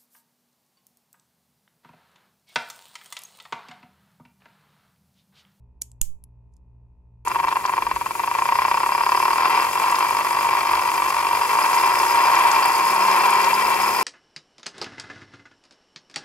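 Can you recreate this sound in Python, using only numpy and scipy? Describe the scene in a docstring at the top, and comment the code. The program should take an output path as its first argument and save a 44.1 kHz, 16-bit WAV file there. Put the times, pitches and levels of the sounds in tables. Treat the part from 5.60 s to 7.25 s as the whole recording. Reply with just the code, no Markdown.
"""A motor, the mains and moving air hum faintly throughout, in a small, dry room.
Close by, a steel watch clasp is pressed shut: at 0.2 s its folding blade scrapes and latches.
A bracelet link ticks, then at 0.4 s the safety flap snaps over the blade with a puff of pressure.
More links tick at 0.6 s, and just after 0.9 s they slide and tick softly as the fingers let go."""
import sys
import numpy as np
from scipy import signal
from scipy.fft import rfft, irfft, next_fast_len
from scipy.io import wavfile

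SR = 44100
rng = np.random.default_rng(int(sys.argv[2]) if len(sys.argv) > 2 else 0)


def output_pcm(signal):
    """Save a mono or channel-first signal as 16-bit PCM at the path in sys.argv[1].

    Samples are clipped to [-1, 1] before scaling.
    """
    pcm = np.clip(np.atleast_2d(signal).T, -1, 1) * 32767
    wavfile.write(sys.argv[1], SR, np.round(pcm).astype(np.int16))


N = 72765
TIME = np.arange(N) / SR
FFT_SIZE = next_fast_len(N + SR // 20, True)
FREQS = np.arange(FFT_SIZE // 2 + 1) * SR / FFT_SIZE


def from_db(db):
    """Turn decibels into a number to multiply a sound by."""
    return 10 ** (np.asarray(db) / 20)


def at_hz(curve, freqs=FREQS):
    """Read values between the rows of a table, on a musical (log) pitch scale."""
    hz, value = np.transpose(curve)
    return np.interp(np.log(freqs + 1), np.log(hz), value)


def colour(x, curve, size=1024):
    """Turn each pitch up or down along a curve of (pitch_hz, gain_db) rows."""
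    gain = from_db(at_hz(curve, np.fft.rfftfreq(size, 1 / SR)))
    cepstrum = irfft(np.log(gain))
    # this fold keeps the filter from sounding before its input (minimum phase)
    fold = 1 + np.sign(np.arange(size)) * np.sign(size / 2 - np.arange(size))
    response = irfft(np.exp(rfft(cepstrum * fold)))
    return signal.oaconvolve(x, response)[:len(x)]


def band(x, low_hz, high_hz):
    """Keep the sound between two pitches."""
    return signal.sosfilt(signal.butter(6, [low_hz, high_hz], "band", fs=SR, output="sos"), x)


def ring(x, hz, width_hz):
    """Ring at one pitch; the narrower the width, the longer it rings."""
    r = np.exp(-np.pi * width_hz / SR)
    feedback = [1, -2 * r * np.cos(2 * np.pi * hz / SR), r * r]
    return signal.lfilter(np.array([1, 0, -1]) * (1 - r * r) / 2, feedback, x + 1e-18)


# the tone of moving air: pitch_hz, relative_level_db
AIR_COLOUR = [(20, -5.5), (40, 7), (90, -17.5), (170, -11), (280, -21), (420, -21.5), (560, -24.5),
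              (750, -31), (1000, -33.5), (1500, -44), (2100, -49.5), (2600, -46.5), (3300, -54.5),
              (8000, -58), (16000, -67)]
# how alike left and right are: pitch_hz, likeness (0 to 1)
AIR_LIKENESS = [(30, 0.26), (180, 1), (550, 0.98), (1650, 0.78), (5000, 0.12), (15000, .05)]

def air(level_db=-61.5):
    """Moving air makes a dull noise, most alike on both sides in the upper bass."""
    shared, opposite = rfft(rng.standard_normal((2, FFT_SIZE)))
    alike = at_hz(AIR_LIKENESS)
    both = np.sqrt((1 + alike) / 2) * shared + np.sqrt((1 - alike) / 2) * opposite * [[1], [-1]]
    gain = from_db(at_hz(AIR_COLOUR))
    gain /= np.sqrt(np.mean(gain ** 2))
    return from_db(level_db) * irfft(both * gain, FFT_SIZE)[:, :N]


# the motor's tones: multiple (of motor_hz), level_db
MOTOR_TONES = [(1, -53.5), (2, -60.5), (3, -71.5), (5, -82.5), (6, -89.5), (7, -80.5), (11, -90),
               (12, -90.5), (13, -95), (15, -81), (16, -83.5), (17, -87), (18, -88.5), (19, -98),
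               (21, -100), (32, -105), (33, -106), (36, -107), (41, -108), (42, -97), (43, -106),
               (44, -108), (45, -101)]
# the mains and other steady tones: pitch_hz, level_db
STEADY_TONES = [(72, -59.5), (120, -59), (240, -77)]

def hum(motor_hz=58.77, buzz_above_hz=810, dip_s=0.98):
    """A motor buzzes once a turn, just under mains speed, so its second tone throbs against the mains."""
    t = TIME - dip_s  # the two tones nearly cancel at dip_s
    motor = 0
    for multiple, db in MOTOR_TONES:
        hz = multiple * motor_hz
        # the high tones stay nearly in step, which makes the buzz
        scatter_turns = 0.21 if hz > buzz_above_hz else float(multiple > 2)
        motor += from_db(db) * np.cos(2 * np.pi * (hz * t + scatter_turns * rng.standard_normal()))
    steady = sum(from_db(db) * np.cos(2 * np.pi * hz * t) for hz, db in STEADY_TONES)
    return np.sqrt(2) * (motor - steady)


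# the tone of the room's echo: pitch_hz, gain_db
ECHO_COLOUR = [(300, -24.5), (1500, -23.5), (2100, -20), (3000, -14), (4100, -17.5), (5300, -10), (6900, 0),
               (8500, -3.5), (10000, -6), (12800, -4), (14000, -12.5), (16000, -16)]

def room_echo(x, low_fade_s=0.22, high_fade_s=0.2, split_hz=10000, rise_s=0.003):
    """The room adds a short wash of echo, different on each side; the highest part dies first."""
    tail, t = 0, TIME[:SR // 2]
    for kind, fade_s in (("low", low_fade_s), ("high", high_fade_s)):
        split = signal.butter(4, split_hz, kind, fs=SR, output="sos")
        noise = signal.sosfilt(split, rng.standard_normal((2, len(t))))
        shape = (1 - np.exp(-t / rise_s)) * from_db(-60 * t / fade_s)
        tail += noise * shape / np.linalg.norm(shape)
    return signal.fftconvolve(colour(x, ECHO_COLOUR)[None], tail, axes=1)[:, :N]


# the left side compared with the right: pitch_hz, gain_db
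LEFT_COLOUR = [(300, -7), (1000, -11.5), (2000, -7.5), (3800, -8.5), (7500, -4.5), (15000, 1.9)]

def at_microphone(x, lag_s=0.000037):
    """The microphone's left opening is further away, so sound gets there later and mostly weaker."""
    delay = np.exp(-2j * np.pi * FREQS * lag_s)
    left = irfft(rfft(colour(x, LEFT_COLOUR), FFT_SIZE) * delay, FFT_SIZE)[:N]
    return np.array([left, x])


def contact(start_s, db, length_s, release_s=0.00017, size=1024):
    """Steel grinds on steel for an instant: a burst of grit that holds, then dies."""
    shape = np.exp(-np.maximum(TIME[:size] - length_s, 0) / release_s)
    limit = 2 * shape / np.linalg.norm(shape)
    grit = rng.standard_normal(size) * shape
    for _ in range(6):
        grit = irfft(np.exp(1j * np.angle(rfft(grit))))  # make all pitches equally strong
        grit = np.clip(grit, -limit, limit)  # keep the burst short
    force, start = np.zeros(N), int(start_s * SR)
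    force[start:start + size] = from_db(db) * grit / np.linalg.norm(grit)
    return force


# how the rustle swells and fades: time_s, level_db
RUSTLE_LEVELS = [(.90, -112), (.93, -85.5), (.95, -92), (.97, -80.5), (1.0, -112)]

def link_rustle():
    """Links slide over each other with a faint, grainy hiss as the fingers let go."""
    grit = band(rng.standard_normal(N) ** 3, low_hz=3183, high_hz=11500)
    times, db = np.transpose(RUSTLE_LEVELS)
    swell = from_db(np.interp(TIME, times, db)) * (TIME > times[0]) * (TIME < times[-1])
    return grit / grit.std() * swell


# each tick (the row just after 0.639 s is that tick's echo off the table): start_s, level_db, length_s,
# pitch_hz, width_hz, crack_db, low_hz, high_hz
LINK_TICKS = [(0.3159, -10.5, .0012, 7650, 392, -18, 199, 13800),
              (0.6390, -9, 0.00027, 10650, 885, -24, 200, 17000),
              (0.641, -26.5, .0005, 10500, 1490, -12, 1500, 14000),
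              (0.9374, -39.5, .0005, 6900, 1200, -7, 4500, 11370),
              (0.9404, -41, .0012, 7000, 1500, -6, 4500, 11000),
              (0.9568, -57, .0005, 7000, 1000, -11, 4400, 11000),
              (0.9672, -33, .0003, 7100, 700, -4, 4300, 12100)]
# the tone of a link's sharp crack: pitch_hz, gain_db
LINK_CRACK = [(200, -2.5), (900, -6.5), (1800, -22.5), (2800, -10), (3800, -15), (5300, -6.5), (9000, -1),
              (13000, -1.5), (16000, -12)]

def link_ticks(rattle_db=-12.5, rattle_fade_s=0.032, size=4096):
    """Each link ticks with its own ring, plus a lower one they all share, and shakes its neighbours."""
    out = np.zeros(N)
    for start_s, db, length_s, hz, width_hz, crack_db, low_hz, high_hz in LINK_TICKS:
        rattle = rng.standard_normal(size) * from_db(-60 * TIME[:size] / rattle_fade_s)
        rattle *= from_db(db + rattle_db) / np.linalg.norm(rattle)
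        force = contact(0, db, length_s)[:size] + rattle
        crack = colour(force, LINK_CRACK) + ring(force, hz=5350, width_hz=250)
        tick = ring(force, hz, width_hz) + from_db(crack_db) * crack
        start = int(start_s * SR)
        out[start:start + size] += band(tick, low_hz, high_hz)
    return out


# a swell of pressure and its sharp edge: level_db, rise_s
PUFF_PARTS = [(-12, 0.0065), (-26, .0004)]

def puff(start_s=0.4156, leak_hz=5.2):
    """The snap's pressure hits the right side and swings back as it leaks away: a soft thump."""
    age = np.maximum(TIME - start_s, 0)
    pressure = sum(from_db(db) * (1 - np.exp(-age / rise_s)) for db, rise_s in PUFF_PARTS)
    thump = signal.sosfilt(signal.butter(2, leak_hz, "high", fs=SR, output="sos"), pressure)
    return np.array([np.zeros(N), thump])


def steel_part(force, rings, crack):
    """A struck steel part cracks and rings briefly, damped by the fingers."""
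    ringing = sum((-1) ** k * from_db(db) * ring(force, hz, width_hz)
                  for k, (hz, width_hz, db) in enumerate(rings))
    return ringing + colour(force, crack)


# the blade meets its catch: start_s, level_db, length_s
BLADE_CONTACTS = [(0.2125, -21.5, .002), (0.2152, -0.5, 0.0033), (0.2187, 10, .0008), (0.2222, 1, .0005),
                  (0.2295, -14, .003)]
# the pitches the blade rings at: pitch_hz, width_hz, gain_db
BLADE_RINGS = [(249.6, 70, -19), (594, 100, -20.5), (2356, 150, -21.5), (2790, 150, -19.5),
               (4740, 450, -11), (5510, 251.7, -4), (6760, 310, -0.5), (8000, 380, 0.5), (10100, 880, -6.5),
               (11200, 500, -4), (12500, 510, -0.5), (13600, 180, -18), (15000, 220, -19)]
# the tone of the blade's crack: pitch_hz, gain_db
BLADE_CRACK = [(100, -33), (250, -25.5), (600, -23), (1200, -34.5), (2500, -27.5), (4500, -26),
               (8000, -11.5), (12000, -19.5), (16000, -33)]

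def blade_latch():
    """The blade scrapes over its catch and latches; gives the sound and the force behind it."""
    force = sum(contact(*row) for row in BLADE_CONTACTS)
    return steel_part(force, BLADE_RINGS, BLADE_CRACK), force


# the flap touches, snaps and settles: start_s, level_db, length_s
FLAP_CONTACTS = [(0.4128, -7, .0015), (0.4147, 18, .0008), (0.4253, -5, .0012)]
# the pitches the flap rings at: pitch_hz, width_hz, gain_db
FLAP_RINGS = [(2820, 420, -15), (3550, 300.7, -13), (5410, 350, -15), (5830, 150, -14), (6640, 280, 1),
              (7295, 400, -1), (7910, 270, -6.5), (8410, 170, -2.5), (8878, 200, -2.5), (9700, 200, -12.5),
              (10400, 250, -13.5), (11430, 380, -1), (12855, 280, -2), (15240, 600, -13), (6740, 12, -10)]
# the tone of the flap's crack: pitch_hz, gain_db
FLAP_CRACK = [(100, -36.5), (500, -33), (700, -24.5), (1100, -26), (1800, -26), (2150, -40.5), (2700, -25),
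              (4300, -27), (7000, -24), (12000, -24), (16000, -26.5)]

def flap_snap():
    """The safety flap snaps home over the blade; gives the sound and the force behind it."""
    force = sum(contact(*row) for row in FLAP_CONTACTS)
    return steel_part(force, FLAP_RINGS, FLAP_CRACK), force


def scene():
    """The clasp and links sound close by, over their echo and the faint background."""
    blade, blade_force = blade_latch()
    flap, flap_force = flap_snap()
    links = link_ticks() + link_rustle()
    # the room hears the clasp from all sides, so it gets the even tone of the bare forces
    blade_far = band(blade_force + 1e-18, low_hz=200, high_hz=12800)
    into_room = from_db(-23) * blade_far + from_db(-18.5) * flap_force + from_db(-29) * links
    return at_microphone(blade + flap + links) + puff() + room_echo(into_room) + hum() + air()


def record(dry):
    """Cut the very highest pitches steeply."""
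    cutoff_hz = 16100
    return signal.sosfilt(signal.ellip(10, .1, 80, cutoff_hz, fs=SR, output="sos"), dry)


dry = scene()
out = record(dry)
output_pcm(out)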